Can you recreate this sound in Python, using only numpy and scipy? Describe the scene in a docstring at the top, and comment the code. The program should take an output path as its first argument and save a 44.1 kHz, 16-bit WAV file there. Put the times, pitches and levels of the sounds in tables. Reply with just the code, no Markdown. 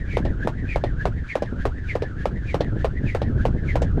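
"""Double-unders with a thin skipping rope on a mat laid over gravel, outdoors.
From the start, light wind buffets the microphone. In each jump the rope sheds vortices and whistles
round, slaps the mat, is whipped round at its fastest and slaps the mat again. Then both shoes land,
the gravel crunches under the mat, and the soles roll and push off. The cycle repeats about every 0.6 s."""
import sys
import numpy as np
from scipy import signal
from scipy.fft import rfft, irfft
from scipy.io import wavfile

SR = 44100
rng = np.random.default_rng(int(sys.argv[2]) if len(sys.argv) > 2 else 0)


def put_to_file(sound):
    """Save the sound as 16-bit audio at rate SR, in the file named by the first command-line argument."""
    columns = np.atleast_2d(sound).T  # one column per channel
    safe = np.clip(columns, -1, 1)
    whole_steps = np.round(safe * 32767)
    wavfile.write(sys.argv[1], SR, whole_steps.astype(np.int16))


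N = 176400
TIME = np.arange(N) / SR
AGE = np.arange(SR // 4) / SR  # seconds since a contact


def from_db(db):
    """Amplitude ratio of a level in decibels."""
    return 10 ** (np.asarray(db) / 20)


def rms_one(x):
    """Normalisation to unit power."""
    return x / np.sqrt(np.mean(x ** 2) + 1e-20)


def add(out, start_s, sound):
    """Superposition: a sound joins the mix at its start time."""
    i = max(int(start_s * SR), 0)
    out[i:i + len(sound)] += sound[:max(N - i, 0)]


def colour(x, spectrum):
    """Minimum-phase filtering to a spectral shape, at unit power gain."""
    size = 2 * len(x)
    hz, db = np.transpose(spectrum)
    bin_hz = np.arange(size // 2 + 1) * SR / size
    gain = rms_one(from_db(np.interp(np.log(bin_hz + 1e-9), np.log(hz), db)))
    cepstrum = irfft(np.log(gain))
    cepstrum[1:size // 2] *= 2  # folding the cepstrum makes the filter causal
    cepstrum[size // 2 + 1:] = 0
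    return irfft(rfft(x, size) * np.exp(rfft(cepstrum)))[:len(x)]


def noise(spectrum):
    """Stationary coloured noise of unit power."""
    return rms_one(colour(rng.standard_normal(N), spectrum))


def drift(rate_hz):
    """Random modulation: low-passed noise of unit spread, limited to +-2."""
    lowpass = signal.butter(2, rate_hz, fs=SR, output="sos")
    return np.clip(rms_one(signal.sosfilt(lowpass, rng.standard_normal(N))), -2, 2)


def envelope(curve):
    """Gain over time, interpolated in decibels."""
    return from_db(np.interp(TIME, *np.transpose(curve)))


# Envelopes of the wind's deep rumble and of its buffeting higher up: time_s, level_db
RUMBLE_ENVELOPE = [(0, -30.5), (.28, -22), (.33, -27), (.8, -30.5), (.96, -24), (1.21, -27), (1.29, -40.5),
                   (1.6, -26), (2.05, -31.5), (2.75, -26.5), (4.0, -22.5)]
BUFFET_ENVELOPE = [(0, -35.5), (.23, -28.5), (.75, -32.5), (1.2, -31.5), (1.26, -45), (1.53, -34.5),
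                   (2.22, -37.5), (2.35, -25), (2.42, -36.5), (2.62, -26), (2.98, -35), (3.06, -23),
                   (3.16, -44), (3.25, -25.5), (3.85, -28.5), (4.0, -22.5)]
# Spectra of the rumble, the buffeting and the distant air: frequency_hz, density_db
RUMBLE_SPECTRUM = [(12, -3), (30, 4.5), (65, 3), (115, -1), (160, -19), (8000, -140)]
BUFFET_SPECTRUM = [(70, -5), (125, 2), (300, -9.5), (450, -17.5), (700, -30), (12000, -112)]
AIR_SPECTRUM = [(500, -3), (1000, -6), (8000, -27.5), (16000, -70)]

def wind():
    """Turbulent pressure: gusts and eddies press on the microphone, over faint steady air."""
    rumble = from_db(1) * envelope(RUMBLE_ENVELOPE) * noise(RUMBLE_SPECTRUM)
    eddies = rms_one(from_db(3.5 * drift(rate_hz=30.6)))
    buffet = from_db(1.5) * envelope(BUFFET_ENVELOPE) * eddies * noise(BUFFET_SPECTRUM)
    return rumble + buffet + from_db(-59) * noise(AIR_SPECTRUM)


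def grains(rise_s, fade_s, contacts_per_s=5000, spread_db=2):
    """Shot noise: a dying cloud of tiny random contacts."""
    count = len(AGE)
    sizes = from_db(spread_db * np.minimum(rng.exponential(1, count), 4))
    signs = rng.choice([-1, 1], count)
    contacts = rms_one(sizes * signs * (rng.random(count) < contacts_per_s / SR))
    return contacts * (1 - np.exp(-AGE / rise_s)) * np.exp(-(AGE / fade_s) ** 1.16)


# The shoes roll and push off: start_s, level_db
SCUFF_EVENTS = [(0.271, -23.5), (.447, -18), (1.521, -24), (1.556, -28.5), (2.675, -27.5), (2.756, -20),
                (3.547, -20.5), (3.973, -13)]
# Spectrum of the shifting mat: frequency_hz, density_db
SCUFF_SPECTRUM = [(80, -8.5), (200, 4), (480, -4), (700, -16), (1200, -32.5), (4000, -55), (16000, -92.5)]

def scuffs():
    """Friction: the mat shifts under the soles with a soft, dull sound."""
    out = np.zeros(N)
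    for start_s, level_db in SCUFF_EVENTS:
        add(out, start_s, from_db(level_db) * grains(rise_s=0.0022, fade_s=0.013))
    return colour(out, SCUFF_SPECTRUM)


def mat_pop(pitch_hz, ring_s, swell_s, drop_hz, drop_s=0.00099):
    """Damped oscillation: a blow starts a few cycles that drop quickly to the mat's pitch."""
    cycles = pitch_hz * AGE + drop_hz * drop_s * (1 - np.exp(-AGE / drop_s))
    swell = 1 - np.exp(-AGE / swell_s)
    fade = np.exp(-(AGE / ring_s) ** 1.43)
    return -np.sin(2 * np.pi * cycles) * swell * fade / np.max(swell * fade)


# Spectrum of a sharp contact: frequency_hz, density_db
CRACK_SPECTRUM = [(300, 8.5), (900, 4), (2500, 1.5), (4000, -7.5), (7000, -23), (10000, -21.5),
                  (16000, -58)]

def crack(decay_s=0.00099):
    """Impact transient: a pressure spike and a brief spray of noise span a wide band."""
    burst = 0.36 * rng.standard_normal(len(AGE)) * np.exp(-AGE / decay_s)
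    burst[0] -= 1.8
    return colour(burst, CRACK_SPECTRUM)


# The shoes land: start_s, level_db, pitch_hz, swell_s, crunch_db, brush_db, brush_hz
SHOE_LANDINGS = [(0.252, -16.5, 330, .0004, -25, -50, 3920), (0.8387, -11.5, 590, 0.00019, -21, -46, 3500),
                 (1.4218, -15, 555, 0.00097, -22.5, -45.5, 5100),
                 (2.0219, -13.5, 444, 0.0014, -23.5, -48, 4850),
                 (2.6066, -10, 532, 0.00071, -21, -34.5, 3670),
                 (3.2178, -13.5, 529, 0.00036, -25, -43, 4020), (3.8183, -14, 525, .002, -21, -40, 5950)]
# Spectrum of gravel crunching under the mat: frequency_hz, density_db
CRUNCH_SPECTRUM = [(100, -7.5), (280, 1.5), (550, -1), (850, -7), (1200, -19.5), (3800, -27), (5500, -38),
                   (9000, -50.5), (16000, -71.5)]
# Small stones click under the mat: start_s, level_db
STONE_CLICKS = [(1.4601, -29), (2.646, -26)]

def landings(thud_hz=121.1, thud_db=-29, thud_peak_s=0.023):
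    """Inelastic impact: both shoes pat the mat, the body's weight sinks in and the gravel gives."""
    out, crunch = np.zeros(N), np.zeros(N)
    load = AGE / thud_peak_s * np.exp(1 - AGE / thud_peak_s)
    thud = from_db(thud_db) * load * np.sin(2 * np.pi * thud_hz * AGE)
    for start_s, level_db, pitch_hz, swell_s, crunch_db, *_ in SHOE_LANDINGS:
        pat = mat_pop(pitch_hz, ring_s=0.0042, swell_s=swell_s, drop_hz=160) + from_db(-9) * crack()
        add(out, start_s, from_db(level_db) * pat + thud)
        add(crunch, start_s, from_db(crunch_db) * grains(rise_s=0.00045, fade_s=0.019))
    for start_s, level_db in STONE_CLICKS:
        add(out, start_s, from_db(level_db) * crack())
    return out + colour(crunch, CRUNCH_SPECTRUM)


def sole_brushes(half_band_octaves=0.3):
    """Sliding friction: rubber brushes the mat in a bright band, different at each landing."""
    out = np.zeros(N)
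    for start_s, *_, brush_db, brush_hz in SHOE_LANDINGS:
        low, high = brush_hz * 2.0 ** (half_band_octaves * np.array([-1, 1]))
        band = signal.butter(2, [low, high], "band", fs=SR, output="sos")
        brush = signal.sosfilt(band, grains(rise_s=0.00037, fade_s=0.013))
        bandwidth_gain = np.sqrt(SR / 2 / (high - low))
        add(out, start_s, from_db(brush_db) * bandwidth_gain * brush)
    return out


# Spectrum of the rope's wake: frequency_hz, density_db
WAKE_SPECTRUM = [(600, -18), (1500, 1), (3200, -1), (4500, -6.5), (5500, -12), (6700, -11), (8200, -22),
                 (10000, -24.5), (16000, -49)]

def wake_hiss():
    """Turbulence: the rope's wake radiates a grainy broadband hiss."""
    return rms_one(noise(WAKE_SPECTRUM) * from_db(0.5 * drift(rate_hz=170)))


def rope_sweeps(lead_s=0.031, half_length_s=0.031):
    """Flow noise: air hisses past the rope on its way down to the first slap of a jump."""
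    first_slaps = [row[0] for row in ROPE_SLAPS[1::2]]
    swell = sum(np.exp(-((TIME - slap_s + lead_s) / half_length_s) ** 2) for slap_s in first_slaps)
    return from_db(-53.5) * swell * wake_hiss()


def vortex_tone(pitch_hz, width_hz):
    """Vortex shedding: a narrow, fluttering band of noise around a moving pitch."""
    lowpass = signal.butter(2, width_hz, fs=SR, output="sos")
    in_phase, quadrature = signal.sosfilt(lowpass, rng.standard_normal((2, N)))
    phase = 2 * np.pi * np.cumsum(pitch_hz) / SR
    band = in_phase * np.cos(phase) + quadrature * np.sin(phase)
    flutter = rms_one(np.hypot(in_phase, quadrature))
    return rms_one(band / np.sqrt(flutter + 0.5))  # partly evens out the flutter


# The whistle through one jump: time_from_second_slap_s, base_pitch_hz, level_db
WHISTLE_CYCLE = [(-.20, 1740, -55), (-.17, 1892, -44.5), (-.135, 1730, -53.5), (-.11, 1595, -45),
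                 (-.08, 1670, -46.5), (-.04, 1900, -47), (0, 1847, -46), (0.031, 1570, -58.5),
                 (.055, 1600, -47), (.085, 1770, -52), (0.124, 1830, -46), (.16, 1494, -48.5),
                 (0.196, 1360, -53.5), (.23, 1630, -47), (.262, 1593, -41.5), (0.293, 1692, -49.5),
                 (0.326, 1480, -65), (0.363, 1440, -47.5)]
# The whistle's narrow core rings out: peak_s, boost_db
WHISTLE_SWELLS = [(.03, 10), (.433, 9.5), (.612, 8.5), (1.014, 12.5), (2.054, 11), (2.975, 9), (3.41, 8)]

def rope_whistle(jump_s=0.598, width_hz=61, wander_hz=46.3, swell_s=0.019):
    """Aeolian tone: the pitch follows the rope's speed; a faint octave and a hiss ride along."""
    second_slaps = [row[0] for row in ROPE_SLAPS[::2]]
    jumps = [second_slaps[0] - jump_s] + second_slaps + [second_slaps[-1] + jump_s]
    path = [(jump + offset_s, hz, db) for jump in jumps for offset_s, hz, db in WHISTLE_CYCLE]
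    time_s, base_hz, level_db = np.transpose(path)
    whip_s, _, whip_hz, *_ = np.transpose(ROPE_WHIPS)
    speed = np.interp(TIME, whip_s, whip_hz / whip_hz.mean()) ** 0.94  # faster jumps whistle higher
    pitch_hz = speed * np.interp(TIME, time_s, base_hz) + wander_hz * drift(rate_hz=18.98)
    boost_db = sum(db * np.exp(-((TIME - peak_s) / swell_s) ** 2) for peak_s, db in WHISTLE_SWELLS)
    core = from_db(boost_db) * vortex_tone(pitch_hz, width_hz)
    skirt = from_db(-0.5) * vortex_tone(pitch_hz, width_hz=192)
    octave = from_db(-24) * vortex_tone(2 * pitch_hz, 2 * width_hz)
    turn_db = np.interp(TIME, time_s, level_db)
    hiss_db = -62.5 + 0.59 * (turn_db - turn_db.mean())
    return from_db(turn_db) * (core + skirt + octave) + from_db(hiss_db) * wake_hiss()


# The hard whip of each second turn: peak_s, level_db, pitch_hz, half_length_s, fall_hz_per_s
ROPE_WHIPS = [(0.137, -39, 2258, 0.044, 2490), (0.723, -33, 2314, 0.033, 5450),
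              (1.314, -30, 2164, 0.019, 8090), (1.909, -29.5, 2165, 0.019, 7900),
              (2.504, -38.5, 2253, 0.03, 7540), (3.095, -33.5, 2290, 0.021, 9510),
              (3.704, -32, 2093, 0.022, 7580)]

def rope_whips(hiss_db=-49.5, hiss_half_length_s=0.047):
    """Vortex shedding at peak speed: a louder, higher swish that falls as the rope sweeps past."""
    out, hiss = np.zeros(N), wake_hiss()
    for peak_s, level_db, pitch_hz, half_length_s, fall_hz_per_s in ROPE_WHIPS:
        t = TIME - peak_s
        glide_hz = pitch_hz - fall_hz_per_s * np.clip(t, -0.022, 0.04)
        core = vortex_tone(glide_hz, width_hz=77)
        skirt = from_db(-6) * vortex_tone(glide_hz, width_hz=230)
        octave = from_db(-29) * vortex_tone(2 * glide_hz, width_hz=230)
        out += from_db(level_db) * np.exp(-(t / half_length_s) ** 2) * (core + skirt + octave)
        out += from_db(hiss_db) * np.exp(-(t / hiss_half_length_s) ** 2) * hiss
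    return out


# The rope hits the mat, second and first pass in turn:
# start_s, pop_db, pitch_hz, ring_s, swell_s, crack_db, grit_db
ROPE_SLAPS = [(0.1706, -9, 390, 0.0024, 0.0011, -12, -22), (.474, -9, 396, 0.0018, 0.00065, -11.5, -23),
              (0.7593, -10, 478.4, 0.0026, .0028, -17, -24), (1.055, -8, 421, 0.0023, .0004, -11, -21.5),
              (1.3544, -10.5, 527, 0.0038, 0.0025, -16.5, -22),
              (1.6539, -10, 441, 0.0058, 0.00013, -13, -21.5),
              (1.9533, -12.5, 478, 0.0038, 0.0034, -19, -25.5),
              (2.256, -9, 462, 0.0038, 0.00041, -13, -23.5),
              (2.544, -9.5, 385, 0.0028, 0.00072, -11.5, -22),
              (2.8457, -9, 435, 0.0054, 0.00019, -15, -21.5),
              (3.1489, -13.5, 438, 0.0034, 0.0045, -13, -22.5),
              (3.4534, -8, 465, 0.0031, 0.00054, -12.5, -22), (3.756, -11.5, 500.5, .0034, .0035, -15, -21)]
# Spectrum of the stirred grit: frequency_hz, density_db
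GRIT_SPECTRUM = [(120, -16), (300, 1.5), (550, 2.5), (850, -1.5), (1200, -7.5), (2200, -16.5),
                 (3800, -24.5), (7000, -34), (10500, -45), (16000, -48.5)]

def rope_slaps():
    """Impulsive excitation: each pass cracks on the mat, makes it pop and stirs the grit."""
    out, grit = np.zeros(N), np.zeros(N)
    for start_s, pop_db, pitch_hz, ring_s, swell_s, crack_db, grit_db in ROPE_SLAPS:
        pop = from_db(pop_db) * mat_pop(pitch_hz, ring_s, swell_s, drop_hz=583)
        add(out, start_s, pop + from_db(crack_db) * crack())
        add(grit, start_s, from_db(grit_db) * grains(rise_s=0.00076, fade_s=0.019))
    return out + colour(grit, GRIT_SPECTRUM)


def scene():
    """Superposition of rope, shoes and wind in one channel."""
    rope = rope_slaps() + rope_whistle() + rope_whips() + rope_sweeps()
    shoes = landings() + sole_brushes() + scuffs()
    return (rope + shoes + wind())[None]


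def record(dry):
    """Band limiting: a steep low-pass is 70 dB down from 15.8 kHz."""
    return signal.sosfilt(signal.cheby2(12, 70, 15800, fs=SR, output="sos"), dry)


dry = scene()
out = record(dry)
put_to_file(out)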